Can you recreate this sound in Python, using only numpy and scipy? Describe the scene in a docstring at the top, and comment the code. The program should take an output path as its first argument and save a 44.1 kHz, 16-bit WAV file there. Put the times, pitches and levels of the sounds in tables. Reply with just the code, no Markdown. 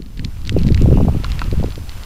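"""Wind buffets a microphone, swelling to a gust whose sharp eddies flutter and just overload it.
The small camera that holds it is moved by hand along a fish lying on a frozen lake.
Crisp ticks of handling or ice grit and two hollow taps sound through the housing,
over faint rubbing, rustle and hiss."""
import sys
import numpy as np
from scipy import signal
from scipy.fft import rfft, irfft
from scipy.io import wavfile
from scipy.ndimage import uniform_filter1d

SR = 44100
rng = np.random.default_rng(int(sys.argv[2]) if len(sys.argv) > 2 else 0)


def transcribe(u):
    """Save the signal u as a 16-bit wav file named by the first command-line argument.

    u: samples, shape (n,) or (channels, n), limited to [-1, 1]; the rate is SR.
    q: integer samples, one column per channel.
    """
    v = np.clip(np.atleast_2d(u).T, -1, 1)
    q = np.round(v * 32767).astype(np.int16)
    wavfile.write(sys.argv[1], SR, q)


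N = 90404


def amp(db):
    """Decibels to gain."""
    return 10 ** (np.asarray(db) / 20)


def unit_rms(x):
    """Scale to an rms of one."""
    return x / np.sqrt(np.mean(x ** 2) + 1e-20)


def curve_at(points, hz):
    """Interpolate (Hz, value) rows on a log-frequency axis."""
    f, value = np.transpose(points)
    return np.interp(np.log(hz + 1), np.log(f + 1), value)


def envelope(points):
    """Gain over time from (s, dB) rows."""
    s, db = np.transpose(points)
    return amp(np.interp(np.arange(N) / SR, s, db))


def add(mix, start_s, sound):
    """Mix a sound in, cropped at both ends of the mix."""
    at = round(start_s * SR)
    part = mix[max(at, 0):max(at + len(sound), 0)]
    part += sound[max(-at, 0):][:len(part)]


def noise(spectrum):
    """Unit-rms noise shaped by (Hz, dB) rows."""
    gain = amp(curve_at(spectrum, np.fft.rfftfreq(N, 1 / SR)))
    return unit_rms(irfft(rfft(rng.standard_normal(N)) * gain, N))


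def grainy_noise(spectrum, grain_db):
    """Unit-rms noise whose level jitters every few milliseconds."""
    grain = unit_rms(uniform_filter1d(rng.standard_normal(N), size=130))
    return unit_rms(noise(spectrum) * amp(grain_db * grain))


def steadied(x, window_samples):
    """Divide by the running rms to remove slow swells."""
    return x / np.sqrt(uniform_filter1d(x ** 2, window_samples) + 1e-9)


def minimum_phase(db):
    """Shortest impulse response with this gain curve."""
    log_gain = np.log(amp(np.r_[db, db[-2:0:-1]]))
    return np.fft.ifft(np.exp(np.conj(signal.hilbert(log_gain)))).real


# hiss envelope (time [s], level [dB])
HISS_LEVEL = [(0, -55.5), (.3, -51), (.6, -49.5), (1.2, -47.5), (2.05, -45.5)]
# hiss spectrum (frequency [Hz], relative density [dB])
HISS_SPECTRUM = [(100, 4.5), (1000, 4), (2500, -1.5), (5000, 6), (8000, 3.5), (12000, 4), (15500, 3)]
# left-right likeness (frequency [Hz], correlation [ratio])
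HISS_CORRELATION = [(100, 0.64), (2000, 1), (5000, 0.9), (8000, 0.37), (15000, 0.32)]


def hiss(left_db=-2.2):
    """Background hiss, wider in the treble, slowly rising."""
    correlation = curve_at(HISS_CORRELATION, np.fft.rfftfreq(N, 1 / SR))
    left, independent = noise(HISS_SPECTRUM), noise(HISS_SPECTRUM)
    right = irfft(correlation * rfft(left) + np.sqrt(1 - correlation ** 2) * rfft(independent), N)
    return np.array([amp(left_db) * left, right]) * envelope(HISS_LEVEL)


# rustle envelope (time [s], level [dB])
RUSTLE_LEVEL = [(0, -56.5), (.35, -49.5), (.52, -48.5), (.59, -43.5), (.72, -45), (.82, -43), (1.15, -44.5),
                (1.27, -40), (1.45, -41), (1.6, -41), (1.82, -46), (2.05, -40.5)]
# rustle spectrum (frequency [Hz], relative density [dB])
RUSTLE_SPECTRUM = [(300, -0.5), (700, 0), (1250, 1.5), (1700, -3.5), (2300, -3), (2850, -3), (3500, -6),
                   (4500, -8.5), (6500, -14), (12000, -24)]


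def rustle():
    """Faint, fine-grained rustle of the moving camera."""
    return grainy_noise(RUSTLE_SPECTRUM, grain_db=2.0) * envelope(RUSTLE_LEVEL)


# hand slides (centre time [s], half length [s], level [dB])
RUB_STROKES = [(0.588, 0.022, -42.5), (0.81, 0.018, -41), (0.97, 0.059, -45), (1.163, 0.033, -45.5),
               (1.307, 0.074, -44.5), (1.435, 0.054, -44.5)]
# friction through the housing (frequency [Hz], relative density [dB])
RUB_SPECTRUM = [(300, -34), (900, -13), (1250, -0.5), (1700, -23), (2300, -5.5), (2800, 2.5), (3150, -14.5),
                (3600, -17), (8000, -23)]


def rubs():
    """Short hand slides swell and fade as grainy friction in the housing's resonances."""
    t = np.arange(N) / SR
    strokes = sum(amp(db) * np.exp(-((t - centre_s) / half_s) ** 2)
                  for centre_s, half_s, db in RUB_STROKES)
    return strokes * grainy_noise(RUB_SPECTRUM, grain_db=5.0)


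# firm contacts (time [s], level [dB], pitch [ratio])
TAPS = [(1.2459, -16.5, 1.03), (1.4174, -13, 0.982)]
# hollow modes (frequency [Hz], relative level [dB], T60 [s])
TAP_MODES = [(1000, -7.5, .03), (1150, -5.5, .02), (1334, -4.5, 0.035), (1580, -7.5, 0.019),
             (2670, -9, 0.015)]


def taps(attack_s=0.00023):
    """Firm contacts ring a few short hollow modes."""
    out, t = np.zeros(N), np.arange(SR // 10) / SR
    attack = 1 - np.exp(-t / attack_s)
    for start_s, db, pitch in TAPS:
        for hz, mode_db, t60_s in TAP_MODES:
            decay = amp(db + mode_db - 60 * t / t60_s)
            tone = np.sin(2 * np.pi * (hz * pitch * t + rng.random()))
            add(out, start_s, attack * decay * tone)
    return out


# handling or grit ticks (time [s], relative level [dB], emphasis [Hz])
TICKS = [(.0215, -27.5, 3780), (0.0615, -32.5, 3470), (.173, -31, 3470), (0.1765, -27.5, 3480),
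         (0.1947, -18, 2140), (0.245, -25.5, 2530), (0.2484, -12.5, 4600), (0.4172, -32, 3970),
         (0.4517, -24, 3900), (0.463, -27, 3400), (0.4707, -23, 3870), (0.4754, -17.5, 5100),
         (0.4945, -6.5, 3320), (.527, -28, 4500), (0.5889, -19.5, 4230), (0.5937, -28, 4000),
         (.6163, -26, 4000), (0.634, -20, 4000), (0.667, -23, 3500), (0.671, -23, 5500), (0.681, -22, 4960),
         (0.6877, -17.5, 2220), (0.722, -20.5, 3740), (0.7458, -11.5, 3600), (.776, -16, 2250),
         (0.8068, -26, 2980), (0.8205, -20, 7400), (1.238, -26, 3500), (1.2444, -12.5, 3220),
         (1.3189, -15, 3950), (1.3931, -12.5, 2820), (1.417, -15.5, 2330), (1.4282, -30.5, 3000),
         (1.4423, -23.5, 5030), (1.5143, -20, 3070), (1.6373, -25, 4600), (1.7051, -24.5, 3530),
         (1.7224, -24, 3040), (1.7572, -21, 3450), (1.8942, -19, 3980), (1.918, -28, 3500),
         (2.0354, -23, 3660)]
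# housing response (frequency [Hz], gain [dB])
HOUSING_RESPONSE = [(300, -32), (1000, -11), (1900, 2), (2700, 0), (3400, -3.5), (4400, 2), (5400, -7),
                    (6500, -11.5), (7600, -8.5), (9000, -20), (15000, -23)]


def ticks(gain_db=9.5, width_oct=1.0, rebound_s=0.00055, rattle_db=-22.5, rattle_t60_s=0.016):
    """A snap, an instant rebound and a short rattle, coloured by the housing."""
    out, size = np.zeros(N), 2048
    t, hz = np.arange(size) / SR, np.fft.rfftfreq(size, 1 / SR)
    for start_s, db, emphasis_hz in TICKS:
        offset_oct = np.log2((hz + 1) / emphasis_hz)
        rolloff_db = 10 * np.log10(1 + (2 * offset_oct / width_oct) ** 2)
        response = minimum_phase(curve_at(HOUSING_RESPONSE, hz) - rolloff_db)
        force = amp(rattle_db - 60 * t / rattle_t60_s) * rng.standard_normal(size)
        force[0] += 1  # snap
        force[round(rebound_s * SR * rng.uniform(.85, 1.15))] += 0.18
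        tick = signal.fftconvolve(force, response)[:size]
        add(out, start_s, amp(db + gain_db) * tick / np.linalg.norm(tick))
    return out


# wind strength at the microphone (time [s], relative level [dB])
GUST_LEVEL = [(0, -30.5), (.13, -32.5), (.2, -23), (.27, -24.5), (.33, -27), (.46, -23), (.56, -14.5),
              (.69, -13.5), (.9, -9), (1, -12.5), (1.17, -18), (1.24, -24), (1.3, -16.5), (1.38, -22.5),
              (1.6, -14), (1.72, -26.5), (1.9, -27.5), (1.97, -27), (2.05, -32.5)]
# turbulence spectrum (frequency [Hz], relative density [dB])
RUMBLE_SPECTRUM = [(8, 3), (25, 1), (45, 1), (80, -1), (125, -7), (180, -19), (300, -35), (600, -57),
                   (2000, -100)]


def wind_rumble(gain_db=1, deep_hz=69.5, strong_gust_db=-16.5, brighten_db_per_db=0.62):
    """Deep turbulence at the microphone, brighter as the gust grows."""
    hz, gust = np.fft.rfftfreq(N, 1 / SR), envelope(GUST_LEVEL)
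    turbulence = noise(RUMBLE_SPECTRUM)
    deep = irfft(rfft(turbulence) / (1 + (hz / deep_hz) ** 4), N)
    brightness = (gust / amp(strong_gust_db)) ** brighten_db_per_db
    rumble = deep + brightness * (turbulence - deep)
    return amp(gain_db) * steadied(rumble, window_samples=2400) * gust


# flutter envelope (time [s], relative level [dB])
FLUTTER_LEVEL = [(0, -34.5), (.15, -42.5), (.2, -29.5), (.265, -30), (.31, -43.5), (.44, -40.5),
                 (.54, -20.5), (.69, -17), (.76, -26), (.82, -14), (.95, -14.5), (1.09, -19.5), (1.18, -28),
                 (1.24, -37), (1.31, -31), (1.38, -38.5), (1.45, -27.5), (1.65, -22.5), (1.73, -43.5),
                 (1.8, -33.5), (1.88, -46.5), (2.05, -44)]
# flutter spectrum (frequency [Hz], relative density [dB])
FLUTTER_SPECTRUM = [(40, -27), (110, -2), (170, 4), (270, -6), (400, -15), (600, -28.5), (1000, -38.5),
                    (2000, -58)]


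def wind_flutter(gain_db=-1.5, lump_depth_db=6, lump_cutoff_hz=41.7):
    """Wind flutters in the low mids, in quick random lumps."""
    lowpass = np.exp(-(np.fft.rfftfreq(N, 1 / SR) / lump_cutoff_hz) ** 2)
    lumps = unit_rms(irfft(rfft(rng.standard_normal(N)) * lowpass, N))
    flutter = noise(FLUTTER_SPECTRUM) * amp(lump_depth_db * lumps)
    return amp(gain_db) * steadied(flutter, window_samples=1800) * envelope(FLUTTER_LEVEL)


# eddies arriving at the microphone port (time [s], envelope peak [dB], centre frequency [Hz])
EDDIES = [(.003, -23, 245), (.196, -13, 166), (.256, -15, 165), (0.5667, -2, 352), (0.575, -13.5, 260),
          (.669, -2, 142), (.671, -23, 695), (0.686, -6.5, 184), (0.707, -6, 266), (0.722, -2, 95),
          (.816, -8.5, 270), (.826, -11, 298), (0.86, -10.5, 490), (0.889, -6, 310), (0.902, -20, 89),
          (.910, -13, 352), (0.917, -10.5, 375), (0.928, -2, 315), (0.945, -14, 290), (0.958, -5.5, 232),
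          (0.9743, -10, 690), (.985, -15, 715), (1.003, -9, 437), (1.008, -14, 805), (1.015, -10, 315),
          (1.032, -3, 172), (1.052, -16, 450), (1.071, -14, 320), (1.077, -3.5, 130), (1.0837, -10.5, 704),
          (1.086, -10, 464), (1.098, -19, 590), (1.148, -20.5, 493), (1.152, -11, 226), (1.163, -16.5, 300),
          (1.172, -10.5, 110), (1.201, -20, 222), (1.238, -22, 517), (1.529, -11, 320), (1.539, -17.5, 352),
          (1.6, -16, 358), (1.609, -8.5, 153), (1.6293, -16.5, 550), (1.641, -14.5, 586),
          (1.645, -9.5, 315), (1.684, -21.5, 317), (1.780, -22, 384)]


def wind_eddies(band_narrowness=6.16, port_hz=1370):
    """Each eddy is one smooth pressure swing; the smaller it is, the higher it sounds."""
    pressure, t = np.zeros(N), np.arange(-2048, 2048) / SR
    for centre_s, db, hz in EDDIES:
        phase = np.exp(2j * np.pi * rng.random())
        swing = phase / (1 - 2j * np.pi * hz * t / band_narrowness) ** (band_narrowness + 1)
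        add(pressure, centre_s + t[0], amp(db) * swing.real)
    # eddies much smaller than the port average out
    port_lowpass = 1 / (1 + (np.fft.rfftfreq(2 * N, 1 / SR) / port_hz) ** 6)
    return irfft(rfft(pressure, 2 * N) * port_lowpass)[:N]


def scene(overload_limit=0.92, wind_pan=0.0021, contact_pan=-0.013):
    """Wind and contacts reach both channels almost alike; the strongest buffets clip softly."""
    buffets = wind_rumble() + wind_flutter() + wind_eddies()
    clipped = buffets / (1 + (buffets / overload_limit) ** 6) ** (1 / 6)
    contacts = rustle() + rubs() + taps() + ticks()
    side = np.array([[1], [-1]])  # left, right
    return hiss() + contacts * (1 + contact_pan * side) + clipped * (1 + wind_pan * side)


def record(dry, cutoff_hz=15600):
    """The camera's band limit."""
    lowpass = signal.firwin(511, cutoff_hz, window=("kaiser", 9), fs=SR)
    return signal.oaconvolve(dry, lowpass[None], "same")


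dry = scene()
out = record(dry)
transcribe(out)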